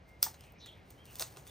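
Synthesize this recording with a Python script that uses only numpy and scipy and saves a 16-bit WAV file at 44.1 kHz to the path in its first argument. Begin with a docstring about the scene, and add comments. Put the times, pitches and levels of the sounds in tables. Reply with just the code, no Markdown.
"""A pole pruner snaps through a branch in a garden: the wood cracks, the steel head rings, the pole knocks.
A brief hiss swells around the snap. Twigs tick and dry leaves rustle, then the head scrapes off the trunk.
Far birds whistle over a low outdoor hum, and the garden adds a short, diffuse echo.
Two close microphone ports hear it all, slightly apart in phase."""
import sys
import numpy as np
from scipy import signal
from scipy.fft import rfft, irfft, next_fast_len
from scipy.io import wavfile
from scipy.ndimage import map_coordinates

SR = 44100
rng = np.random.default_rng(int(sys.argv[2]) if len(sys.argv) > 2 else 0)


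def log_audio(samples):
    """Write samples as a 16-bit WAV file to the path given in sys.argv[1]."""
    # one column per channel
    frames = np.atleast_2d(samples).T
    # limit to full scale, then quantise
    limited = np.clip(frames, -1, 1)
    pcm = np.round(limited * 32767).astype(np.int16)
    wavfile.write(sys.argv[1], SR, pcm)


N = 66150
T = np.arange(N) / SR

# tone of the outdoor hum: freq_hz, level_db
HUM_COLOUR = [(20, -37), (35, -16.5), (50, -3.5), (66, 1.5), (90, -1), (120, -.5), (170, -6.5),
              (260, -12.5), (400, -12.5), (780, -15.5), (1100, -23), (1500, -24.5), (2200, -23),
              (3200, -30), (5000, -34.5), (9000, -48), (16000, -60)]
# stereo width of the hum: freq_hz, side_over_mid_db
HUM_WIDTH = [(30, -29), (120, -14.5), (300, -9.5), (700, -6), (1400, 1.5), (2500, -9.5), (8000, -21)]
# decay of the garden echo: freq_hz, t60_s
ECHO_DECAY = [(200, .2), (1300, 0.15), (3500, .17), (9000, 0.17), (15000, 0.14)]
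# tone of the echo: freq_hz, level_db
ECHO_COLOUR = [(200, -4.5), (800, -2), (1400, -3), (2200, 1), (3400, 1.5), (4300, 0), (5000, -7),
               (6700, 5.5), (8400, 0), (10700, -9.5), (13000, -4), (14700, -2), (16000, -10)]
# stereo width of the echo: freq_hz, side_over_mid_db
ECHO_WIDTH = [(100, -16), (500, -8), (1000, -4.5), (1500, 5.5), (2300, -11.5), (3300, -14.5), (5000, -20.5),
              (15000, -18)]
# phase between the microphone ports: freq_hz, left_lead_rad
PORT_LEAD = [(20, 0), (1000, -0.15), (1600, 1.25), (2200, 0.2), (3400, 0.72), (4500, 0.32), (6400, 0.33),
             (7000, 1.25), (7450, 3.5), (7800, 4.5), (8300, 6), (9500, 4.5), (10500, 3.5), (11400, 3.5),
             (12800, 1.45), (14000, 0.2), (14900, -0.5), (15600, -2.5)]
# far bird calls: start_s, length_s, start_hz, end_hz, level_db, roughness (0-1)
BIRD_CALLS = [(0.054, 0.15, 2110, 2130, -69.5, 0.03), (0.367, 0.16, 3004, 2586, -68.5, 0.72),
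              (0.547, 0.047, 2392, 2240, -68.5, .6), (0.582, 0.052, 5630, 5540, -68, 1),
              (.598, 0.072, 3925, 3864, -56.5, 0.7), (0.663, 0.048, 3367, 3333, -55, 0.56),
              (0.728, .12, 2500, 1726, -69, 0.77), (.975, 0.061, 3076, 3256, -65.5, .15),
              (1.053, 0.082, 2850, 2680, -65.5, .5), (1.471, 0.037, 3560, 3430, -61.5, .3)]
# a brief hiss swelling around the snap; the other swells are rustling leaves: time_s, level_db
HISS_AND_LEAF_SWELLS = [(0, -91), (.07, -84), (.09, -69.5), (.18, -86.5), (.24, -48.5), (.38, -70.5),
                        (.46, -65), (.57, -90), (.62, -78), (.69, -66), (.76, -80), (.84, -81.5),
                        (.91, -67.5), (1.03, -77), (1.07, -66.5), (1.17, -56.5), (1.28, -56), (1.34, -62.5),
                        (1.38, -64), (1.44, -67), (1.5, -60)]
# tone of the hiss and the dry leaves: freq_hz, level_db
HISS_AND_LEAF_COLOUR = [(300, -5.5), (1000, 1), (3000, -3.5), (5500, -1.5), (8500, -0.5), (11000, 1),
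                        (13000, -3.5), (15200, 1), (16200, -11.5)]
# twigs hitting the pole: start_s, level_db, t60_s, tilt_db_per_octave
TWIG_TICKS = [(0.3423, -52.5, 0.038, -4.5), (0.4082, -46, 0.008, -0.5), (0.4372, -53.5, .03, -5.5),
              (.5222, -50.5, 0.0073, 14), (0.6599, -48, 0.027, -1), (0.773, -63, .015, 12),
              (0.9036, -50, 0.024, 7), (0.906, -52, 0.026, 6.5), (1.0546, -50, 0.019, 2.5),
              (1.122, -55.5, 0.0092, 5), (1.1428, -53, .02, 7), (1.1552, -37, 0.015, 4.5),
              (1.1638, -50, 0.011, 12), (1.1856, -46, 0.046, 4), (1.1961, -26, .012, 3),
              (1.2087, -29.5, 0.013, 2.5), (1.2230, -25, 0.0056, -0.5), (1.363, -54.5, 0.023, -6),
              (1.3707, -43.5, 0.014, -2.5), (1.4679, -48, 0.013, -2), (1.4743, -47, .03, 4)]
# tone of a twig tick: freq_hz, level_db
TICK_COLOUR = [(200, -19), (800, -5), (2000, -6), (4000, 1), (7000, -1), (11000, 0.5), (13000, 0),
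               (16000, -7.5)]
# strokes of the head on bark: start_s, rise_s, hold_s, t60_s, level_db
BARK_SCRAPES = [(1.194, 0.015, 0.016, 0.088, -39.5), (1.358, 0.017, 0.014, 0.14, -59.5)]
# tone of steel on bark: freq_hz, level_db
BARK_COLOUR = [(120, -15), (300, -8.5), (600, 4.5), (800, -2.5), (1270, 1), (1800, -7), (3000, -9.5),
               (6800, -1), (8500, -2.5), (11000, -0.5), (13000, -6.5), (15300, -3.5), (16200, -18)]
# knocks of the pole: start_s, level_db, t60_s, pitch_ratio
POLE_KNOCKS = [(0.2636, -38.5, 0.025, 1.08), (0.267, -41.5, 0.036, 0.93), (0.66, -53.5, .025, 2.2),
               (1.371, -54, 0.086, 0.53)]
# hollow body of the pole at pitch ratio 1: freq_hz, level_db
POLE_COLOUR = [(200, -26), (500, -6), (850, 5.5), (1200, -3.5), (1700, -5.5), (2400, -14), (3500, -25),
               (8000, -48.5)]
# ringing modes of the steel head: pitch_hz, level_db, t60_s
STEEL_MODES = [(4920, -19.5, 0.01), (5220, -24, .008), (4720, -49, 0.12), (4922, -55.5, .11),
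               (5130, -51, .11), (5460, -55, .14), (6700, -45, .13), (8212, -50.5, .13), (8490, -50, 0.15),
               (9700, -50.5, .14), (14660, -31, .1), (15000, -44.5, .1)]
# the wood giving way: start_s, level_db, t60_s
WOOD_CRACKS = [(0.2252, -31.5, 0.035), (.2281, -15, 0.0071), (0.2289, -13, 0.0057), (0.2302, -24.5, 0.0097)]
# bright bite of breaking wood: freq_hz, level_db
WOOD_COLOUR = [(150, -15), (600, -13), (1000, -22), (1500, -21.5), (2100, -15), (3300, -9.5), (4200, -9),
               (5200, -4.5), (6200, -13), (7800, -6), (9300, 0.5), (9900, -3), (10700, 6), (13000, -4),
               (15000, 2), (16500, -5)]


def amp(db):
    """Decibels to gain."""
    return 10 ** (np.asarray(db) / 20)


def unit(x):
    """Scale to rms 1."""
    return x / np.sqrt(np.mean(x ** 2) + 1e-20)


def along(points, hz):
    """Read a curve of (freq_hz, value) points on a log frequency axis."""
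    freqs, values = np.transpose(points)
    return np.interp(np.log(hz + 1), np.log(freqs + 1), values)


def wobble(rate):
    """A smooth random curve with rate points a second."""
    return map_coordinates(rng.standard_normal(int(N * rate / SR) + 4), [T * rate])


def filtered(x, response):
    """Shape x with a real or complex frequency response."""
    size = next_fast_len(N + SR // 4)
    return irfft(rfft(x, size) * response(np.fft.rfftfreq(size, 1 / SR)), size)[..., :N]


def noise(colour, tilt_db=0, grain_db=0):
    """Coloured noise of rms 1, tilted per octave above 1 kHz; grain_db makes it gritty."""
    white = rng.standard_normal(N)
    grains = amp(grain_db * np.repeat(rng.standard_normal(N // 16 + 1), 16)[:N])
    tone = lambda hz: amp(along(colour, hz) + tilt_db * np.log2(np.maximum(hz, 1000) / 1000))
    return unit(filtered(white * grains, tone))


def fade(start, t60, rise=0.0002, hold=0):
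    """Envelope of rise, hold and exponential decay, all in seconds."""
    t = T - start
    return np.clip(t / rise, 0, 1) * np.exp(-np.log(1000) * np.maximum(t - rise - hold, 0) / t60)


def sides(x, width):
    """Sound from the sides, opposite in the two ports."""
    return np.outer([1, -1], filtered(x, lambda hz: amp(along(width, hz))))


def outdoor_hum():
    """A low, gently swelling bed of air, a little different at each port."""
    swell_db = np.interp(T, [0, 0.5, 1, 1.4], [-1.7, -0.4, 0.19, 0.87])
    return amp(-57.5 + swell_db) * (noise(HUM_COLOUR) + sides(noise(HUM_COLOUR), HUM_WIDTH))


def garden_echo(x, stretch=1, build_s=0.0018):
    """Trees, fence and ground scatter a diffuse tail; stretch lengthens its decay."""
    hz, t, bands = signal.stft(rng.standard_normal(SR // 2), SR, nperseg=256)
    t60 = stretch * along(ECHO_DECAY, hz)[:, None]
    tail = signal.istft(bands * np.exp(-np.log(1000) * t / t60), SR, nperseg=256)[1]
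    tail *= 1 - np.exp(-np.arange(len(tail)) / SR / build_s)
    wet = signal.fftconvolve(x, tail / np.linalg.norm(tail))[:N]
    return filtered(wet, lambda hz: amp(along(ECHO_COLOUR, hz)))


def birds(jitter_hz=480, rasp_db=4.5, dry_db=-0.5, wet_db=-4.5):
    """Gliding whistles blurred by distance; each call's roughness scales its jitter and rasp."""
    song = np.zeros(N)
    for start, length, start_hz, end_hz, db, roughness in BIRD_CALLS:
        progress = np.clip((T - start) / length, 0, 1)
        hz = start_hz + (end_hz - start_hz) * progress + roughness * jitter_hz * wobble(1800)
        rasp = unit(amp(roughness * rasp_db * wobble(500)))
        arch = np.sqrt(2 * np.abs(np.sin(np.pi * progress)))
        song += amp(db) * rasp * arch * np.sin(2 * np.pi * np.cumsum(hz) / SR)
    return amp(dry_db) * song + amp(wet_db) * garden_echo(song, stretch=2.13)


def hiss_and_leaves(flutter_db=1.1):
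    """A brief hiss swells around the snap; the other swells are dry leaves brushing one another."""
    level_db = np.interp(T, *np.transpose(HISS_AND_LEAF_SWELLS)) + flutter_db * wobble(70)
    return amp(level_db) * noise(HISS_AND_LEAF_COLOUR, grain_db=4.5)


def twig_ticks():
    """Twigs flick the pole: short dry ticks, each with its own brightness."""
    return sum(amp(db) * fade(start, t60, rise=0.00042) * noise(TICK_COLOUR, tilt_db=tilt)
               for start, db, t60, tilt in TWIG_TICKS)


def bark_scrapes():
    """Grainy friction of the head sliding off the bark."""
    strokes = sum(amp(db) * fade(start, t60, rise, hold) for start, rise, hold, t60, db in BARK_SCRAPES)
    return strokes * noise(BARK_COLOUR, grain_db=2.5)


def pole_knocks():
    """The pole jolts with a hollow double knock when released, and later bumps the wood lightly."""
    knocks = np.zeros(N)
    for start, db, t60, pitch_ratio in POLE_KNOCKS:
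        body = [(hz * pitch_ratio, level) for hz, level in POLE_COLOUR]
        knocks += amp(db) * fade(start, t60, rise=0.00087) * noise(body)
    return knocks


def steel_ring(close_s=0.2287, jitter_rad=0.43):
    """The closing blade strikes the steel head; phase jitter roughens the ring."""
    ring = np.zeros(N)
    for hz, db, t60 in STEEL_MODES:
        phase = 2 * np.pi * hz * (T - close_s) + jitter_rad * wobble(200)
        ring += amp(db) * fade(close_s, t60) * np.sin(phase)
    return ring


def wood_crack():
    """The branch's last fibres break in a tight cluster of bright bursts."""
    return sum(amp(db) * fade(start, t60) * noise(WOOD_COLOUR) for start, db, t60 in WOOD_CRACKS)


def scene(snap_send_db=-2.5, handling_send_db=-7):
    """The snap, the pole handling and the garden, mixed and shifted in phase between the two ports."""
    snap = wood_crack() + steel_ring()
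    handling = twig_ticks() + bark_scrapes() + pole_knocks()
    send = amp(snap_send_db) * snap + amp(handling_send_db) * handling
    echo = garden_echo(send) + sides(garden_echo(send), ECHO_WIDTH)
    mix = snap + handling + echo + hiss_and_leaves() + birds() + outdoor_hum()
    return filtered(mix, lambda hz: np.exp(0.5j * np.outer([1, -1], along(PORT_LEAD, hz))))


def record(dry, top_hz=16500, edge_hz=600):
    """A steep high cut takes off the very top of the treble."""
    return filtered(dry, lambda hz: np.clip((top_hz - hz) / edge_hz + 0.5, 0, 1) ** 2)


dry = scene()
out = record(dry)
log_audio(out)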